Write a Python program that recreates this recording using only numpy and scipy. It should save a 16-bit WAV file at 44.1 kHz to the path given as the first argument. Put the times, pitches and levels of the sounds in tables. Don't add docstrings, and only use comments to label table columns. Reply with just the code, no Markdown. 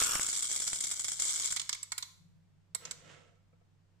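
import sys
import numpy as np
from scipy import signal
from scipy.fft import rfft, irfft, next_fast_len
from scipy.io import wavfile
from scipy.ndimage import uniform_filter1d

SR = 44100
rng = np.random.default_rng(int(sys.argv[2]) if len(sys.argv) > 2 else 0)


def master_out(mix):
    frames = np.transpose(np.atleast_2d(mix))
    ceiling = np.clip(frames, -1, 1)
    pcm = np.round(ceiling * 32767).astype(np.int16)
    wavfile.write(sys.argv[1], SR, pcm)


N = 176400

# (frequency [Hz], level [dB])
AIR_SPECTRUM = [(30, 0), (300, -13), (8000, -32.5), (11000, -44.5)]
# (time [s], level [dB])
DRONE_LEVEL = [(2.08, -73.5), (2.3, -61), (2.6, -71.5), (3.15, -67.5), (4, -74.5)]
# (frequency [Hz], level [dB])
DRONE_SPECTRUM = [(90, -34.5), (130, 4.5), (172, 13), (240, -46.5)]
# (time [s], level [dB])
STREAM_LEVEL = [(0, -28), (.12, -34), (.26, -34.5), (.65, -37.5), (.95, -40.5), (1.17, -43), (1.27, -34),
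                (1.46, -36), (1.535, -43), (1.56, -50), (1.9, -85.5)]
# (time [s], level [dB])
CLUMP_BLOWS = [(0.016, -27.5), (.035, -18.5), (0.153, -27.5), (.2124, -28.5), (0.226, -27), (0.287, -27.5),
               (.328, -24.5), (0.362, -25.5), (.392, -23.5), (.424, -23.5), (.446, -25.5), (.514, -24.5),
               (.528, -24.5), (0.561, -22), (.571, -27), (.6, -22.5), (.619, -23.5), (.667, -24.5),
               (0.676, -22.5), (0.7307, -21), (.755, -27), (.805, -22), (.838, -21.5), (.868, -26.5),
               (0.913, -21.5), (0.994, -24), (1.0435, -21), (1.082, -21), (1.118, -22), (1.198, -21),
               (1.22, -20.5), (1.252, -23), (1.397, -23), (1.448, -24.5), (1.505, -23), (1.522, -22)]
# (frequency [Hz], level [dB])
RATTLE_SPECTRUM = [(800, -25), (1500, -16.5), (1900, -25.5), (2220, -10.5), (2550, -30.5), (3300, -9),
                   (4000, -13.5), (5850, -6), (6350, -8.5), (6950, -1), (8000, 1), (8350, -6), (9000, -7),
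                   (10100, -17.5), (12000, -26)]
# (frequency [Hz], left minus right [dB])
POUR_BALANCE = [(300, 6), (2300, -6.5), (5000, -2.5), (6800, 5.5), (9000, -3.5), (12000, 0)]
# (frequency [Hz], bandwidth [Hz], relative level [dB])
PAN_MODES = [(1171, 260, -6), (1497, 350, -0.5), (2930, 810, -6.5), (5520, 87, 1.5), (9500, 5000, -13)]
# (time [s], level [dB])
HARD_BLOWS = [(0.018, -31), (.156, -32), (.196, -33), (0.287, -44), (.5, -50), (.514, -46.5), (.621, -48),
              (.731, -39), (1.045, -53.5), (1.562, -51), (1.98, -54), (2.748, -50)]
# (frequency [Hz], level [dB])
HOUSING_SPECTRUM = [(25, 1), (200, -6.5), (800, -7.5), (2200, -1.5), (7000, -42.5)]
# (time [s], level [dB])
SOFT_BUMPS = [(2.748, -55.5), (3.528, -62.5), (3.61, -68.5)]
# (frequency [Hz], bandwidth [Hz], relative level [dB])
HOUSING_MODES = [(151, 18, 4), (250, 50, -5.5), (484, 34, 3), (694, 70, -3.5), (1321, 24, -1.5),
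                 (2280, 60, -9.5)]
# (frequency [Hz], 60 dB decay time [s])
ROOM_DECAY = [(200, 0.58), (7000, 0.5)]
# (time [s], level [dB], body re level [dB], bright ring re level [dB], fine treble re level [dB])
TICK_BLOWS = [(1.562, -29.5, -0.5, 0, 6.5), (1.57, -32, -2.5, -9, -2), (1.596, -29.5, -7, -7, -1),
              (1.615, -37, -4, -4, -3), (1.692, -28, -0.5, -4.5, -2), (1.728, -27.5, -6.5, -15, -8),
              (1.747, -44, 4.5, 4, 1.5), (1.829, -43, -2.5, 9, 14.5), (1.919, -32, 1, 0, 4),
              (1.979, -34, 1, 2, 13.5), (2.025, -32.5, -2.5, -7.5, -20), (2.748, -35.5, 0.5, 5.5, 12.5),
              (2.851, -37, -6, -27, -21), (2.91, -36.5, 2.5, 1, -9)]
# (frequency [Hz], level [dB])
CLICK_SPECTRUM = [(2000, -31), (3300, -4.5), (5900, -6), (7000, -1.5), (11000, -43.5)]
# (frequency [Hz], level [dB])
BODY_SPECTRUM = [(600, -28), (1020, -3), (1800, -8), (2200, 3), (2550, -13), (3400, -24.5)]
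# (frequency [Hz], level [dB])
FINE_SPECTRUM = [(6000, -28.5), (10000, -9), (13400, -14)]
# (frequency [Hz], bandwidth [Hz], relative level [dB])
RING_MODES = [(7010, 160, -7.5), (7780, 450, 2), (9530, 1100, -13)]
# (time [s], level [dB])
RUSTLE_LEVEL = [(2.74, -120), (2.81, -64.5), (2.87, -55), (2.96, -72), (3.11, -57.5), (3.22, -67.5),
                (3.38, -85), (3.55, -120)]
# (frequency [Hz], level [dB])
RUSTLE_SPECTRUM = [(100, -15), (300, -4.5), (3000, -2), (4500, -12), (7500, -10.5), (12000, -40)]

AIR_DB, HUM_HZ, HUM_DB = -73.5, 97.4, -71
CONTACTS_PER_S, CONTACT_SPREAD_DB, CONTACT_T60_S = 700, 3.5, 0.012
CLUMP_DB, CLUMP_T60_S = -6.5, 0.066
CLUMP_THUD_DB, PAN_THUD_DB = -20, -9
SLIDE_S, SLIDE_END_S, SLIDE_DB = 1.19, 1.535, -47
KERNEL_VARIETY_DB, TICK_VARIETY_DB = 2.5, 2.5
PAN_DB, PAN_BARE_S, PAN_MUFFLE_DB_PER_S = -37, 0.14, 111.5
PUSH_DB, CRACK_DB = 20.5, 15
RISE_S = 0.00035
TICK_HOLD_S, TICK_T60_S = 0.0021, 0.036
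BODY_DB, FINE_DB = -10.5, -18.5
TICK_LEAN_DB = -4.5
FUNNEL_DB, FUNNEL_GROWS = -18.5, 0.71
ROOM_DB, RING_ROOM_SHARE = -10, 0.4
TOP_HZ = 15100


def amp(db):
    return 10 ** (np.asarray(db) / 20)


def unit(x):
    return x / np.sqrt(np.mean(x ** 2) + 1e-20)


def along(points, hz):
    f, v = np.transpose(points)
    return np.interp(np.log(hz + 1), np.log(f + 1), v)


def level(rows):
    return amp(np.interp(np.arange(N) / SR, *np.transpose(rows)))


def filtered(x, response):
    m = 2 * next_fast_len(N)
    spectrum = rfft(x, m)
    return irfft(spectrum * response(np.fft.rfftfreq(m, 1 / SR)), m)[..., :N]


def coloured(x, points):
    def response(hz):
        cepstrum = irfft(np.log(unit(amp(along(points, hz)))))
        half = len(cepstrum) // 2
        cepstrum[1:half] *= 2
        cepstrum[half + 1:] = 0
        return np.exp(rfft(cepstrum))
    return filtered(x, response)


def resonate(x, modes):
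    def response(hz):
        total = 0
        for k, (centre, width, db) in enumerate(modes):
            damping = 1j * hz * width
            total = total + (-1) ** k * amp(db) * damping / (centre ** 2 - hz ** 2 + damping)
        return total / np.sqrt(np.mean(np.abs(total) ** 2))
    return filtered(x, response)


def noise(alike):
    left, right, common = rng.standard_normal((3, N))
    share = np.clip(alike, 0, 1)
    return np.sqrt(share) * common + np.sqrt(1 - share) * np.array([left, right])


def varied(depth_db):
    z = signal.stft(noise(0), nperseg=256)[2]
    field = rng.standard_normal(z.shape[1:])
    field = uniform_filter1d(field, size=3, axis=0)
    field = unit(uniform_filter1d(field, size=4, axis=1))
    gain = unit(amp(depth_db * np.clip(field, -2, 2)))
    return signal.istft(z * gain, nperseg=256)[1][:, :N]


def sides(lean_db):
    return amp(np.multiply.outer([.5, -.5], np.atleast_1d(lean_db)))


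def fade(t, t60):
    return np.exp(-np.log(1000) * t / t60)


def impulses(rows):
    s, db = np.transpose(list(rows))
    return np.bincount(np.abs(np.round(s * SR)).astype(int), amp(db), N)


def power_sum(spikes, shape):
    return np.sqrt(np.abs(signal.fftconvolve(np.square(spikes), np.square(shape))[:N]))


def bursts(rows, hold, t60):
    t = np.arange(N) / SR
    shape = (1 - np.exp(-t / RISE_S)) * fade(np.maximum(t - hold, 0), t60)
    return power_sum(impulses(rows), shape)


def patter(rate, spread_db, t60):
    struck = rng.random(N) < rate / SR
    sizes = struck * amp(spread_db * np.clip(rng.standard_normal(N), -2, 2))
    return unit(power_sum(sizes, fade(np.arange(SR // 10) / SR, t60)))


def background():
    hum = amp(HUM_DB) * unit(np.sin(2 * np.pi * HUM_HZ * np.arange(N) / SR)) * sides(-5)
    air = amp(AIR_DB) * coloured(noise(0.16), AIR_SPECTRUM)
    drone = level(DRONE_LEVEL) * coloured(noise(0.18), DRONE_SPECTRUM)
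    return hum + air + drone


def pour():
    t = np.arange(N) / SR
    stream = level(STREAM_LEVEL) * (t < STREAM_LEVEL[-1][0])
    stream = stream * patter(CONTACTS_PER_S, CONTACT_SPREAD_DB, CONTACT_T60_S)
    clumps = amp(CLUMP_DB) * bursts(CLUMP_BLOWS, 0.0012, CLUMP_T60_S)
    clumps = clumps * patter(rate=2500, spread_db=1, t60=0.0035)
    contacts = np.hypot(stream, clumps) * varied(KERNEL_VARIETY_DB)
    rattle = coloured(contacts, RATTLE_SPECTRUM)
    thud = amp(CLUMP_THUD_DB) * coloured(clumps * noise(0), HOUSING_SPECTRUM)
    rush = amp(SLIDE_DB) * (t > SLIDE_S) * (t < SLIDE_END_S)
    rush = rush * patter(rate=600, spread_db=9.5, t60=TICK_T60_S) * varied(TICK_VARIETY_DB)
    funnel = coloured(rush, CLICK_SPECTRUM) + amp(BODY_DB) * coloured(rush, BODY_SPECTRUM)
    return filtered(rattle + thud + funnel, lambda hz: sides(along(POUR_BALANCE, hz)))


def pan():
    covered_s = np.maximum(np.arange(N) / SR - PAN_BARE_S, 0)
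    bareness = amp(PAN_DB - PAN_MUFFLE_DB_PER_S * covered_s)
    blows = bareness * patter(rate=700, spread_db=0.5, t60=.005) * noise(0.21)
    return resonate(blows, PAN_MODES) + amp(PAN_THUD_DB) * coloured(blows, HOUSING_SPECTRUM)


def room(x):
    hz, t, z = signal.stft(rng.standard_normal((2, SR * 3 // 4)), SR, nperseg=256)
    tail = signal.istft(z * fade(t, along(ROOM_DECAY, hz)[:, None]), SR, nperseg=256)[1]
    tail = tail / np.linalg.norm(tail[0])
    tail = np.pad(tail, ((0, 0), (SR // 200, 0)))
    mono = x.sum(axis=0)[None] / np.sqrt(2)
    return signal.fftconvolve(mono, tail, axes=1)[:, :N]


def knocks():
    blows = impulses(HARD_BLOWS)
    push = amp(PUSH_DB) * coloured(blows, HOUSING_SPECTRUM)
    crack = amp(CRACK_DB) * coloured(blows, RATTLE_SPECTRUM)
    shudder = resonate(bursts(SOFT_BUMPS, TICK_HOLD_S, 0.061) * noise(0), HOUSING_MODES)
    return push + crack + shudder


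def ticks():
    s, db, body_db, ring_db, fine_db = np.transpose(TICK_BLOWS)

    def strike(levels_db, hold):
        envelope = bursts(zip(s, levels_db), hold, TICK_T60_S)
        return sides(TICK_LEAN_DB) * envelope * varied(TICK_VARIETY_DB)

    click = coloured(strike(db, TICK_HOLD_S), CLICK_SPECTRUM)
    body = sides(-2) * coloured(strike(db + body_db + BODY_DB, 0.0057), BODY_SPECTRUM)
    fine = coloured(strike(db + fine_db + FINE_DB, TICK_HOLD_S), FINE_SPECTRUM)
    ring = resonate(strike(db + ring_db, TICK_HOLD_S), RING_MODES)
    return click + body + fine, ring


def rustle():
    effort = level(RUSTLE_LEVEL)
    scrapes = patter(rate=2300, spread_db=0.5, t60=.03) * noise(0.37) * sides(-7)
    rubbing = coloured(effort * scrapes, RUSTLE_SPECTRUM)
    hollow = amp(FUNNEL_DB) * resonate(effort ** FUNNEL_GROWS * scrapes, HOUSING_MODES)
    return rubbing + hollow


def scene():
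    clicks, ring = ticks()
    near = pour() + pan() + clicks + rustle()
    reverberation = amp(ROOM_DB) * room(near + RING_ROOM_SHARE * ring)
    return near + ring + reverberation + knocks() + background()


def record(dry):
    return filtered(dry, lambda hz: 1 / np.sqrt(1 + (hz / TOP_HZ) ** 160))


dry = scene()
out = record(dry)
master_out(out)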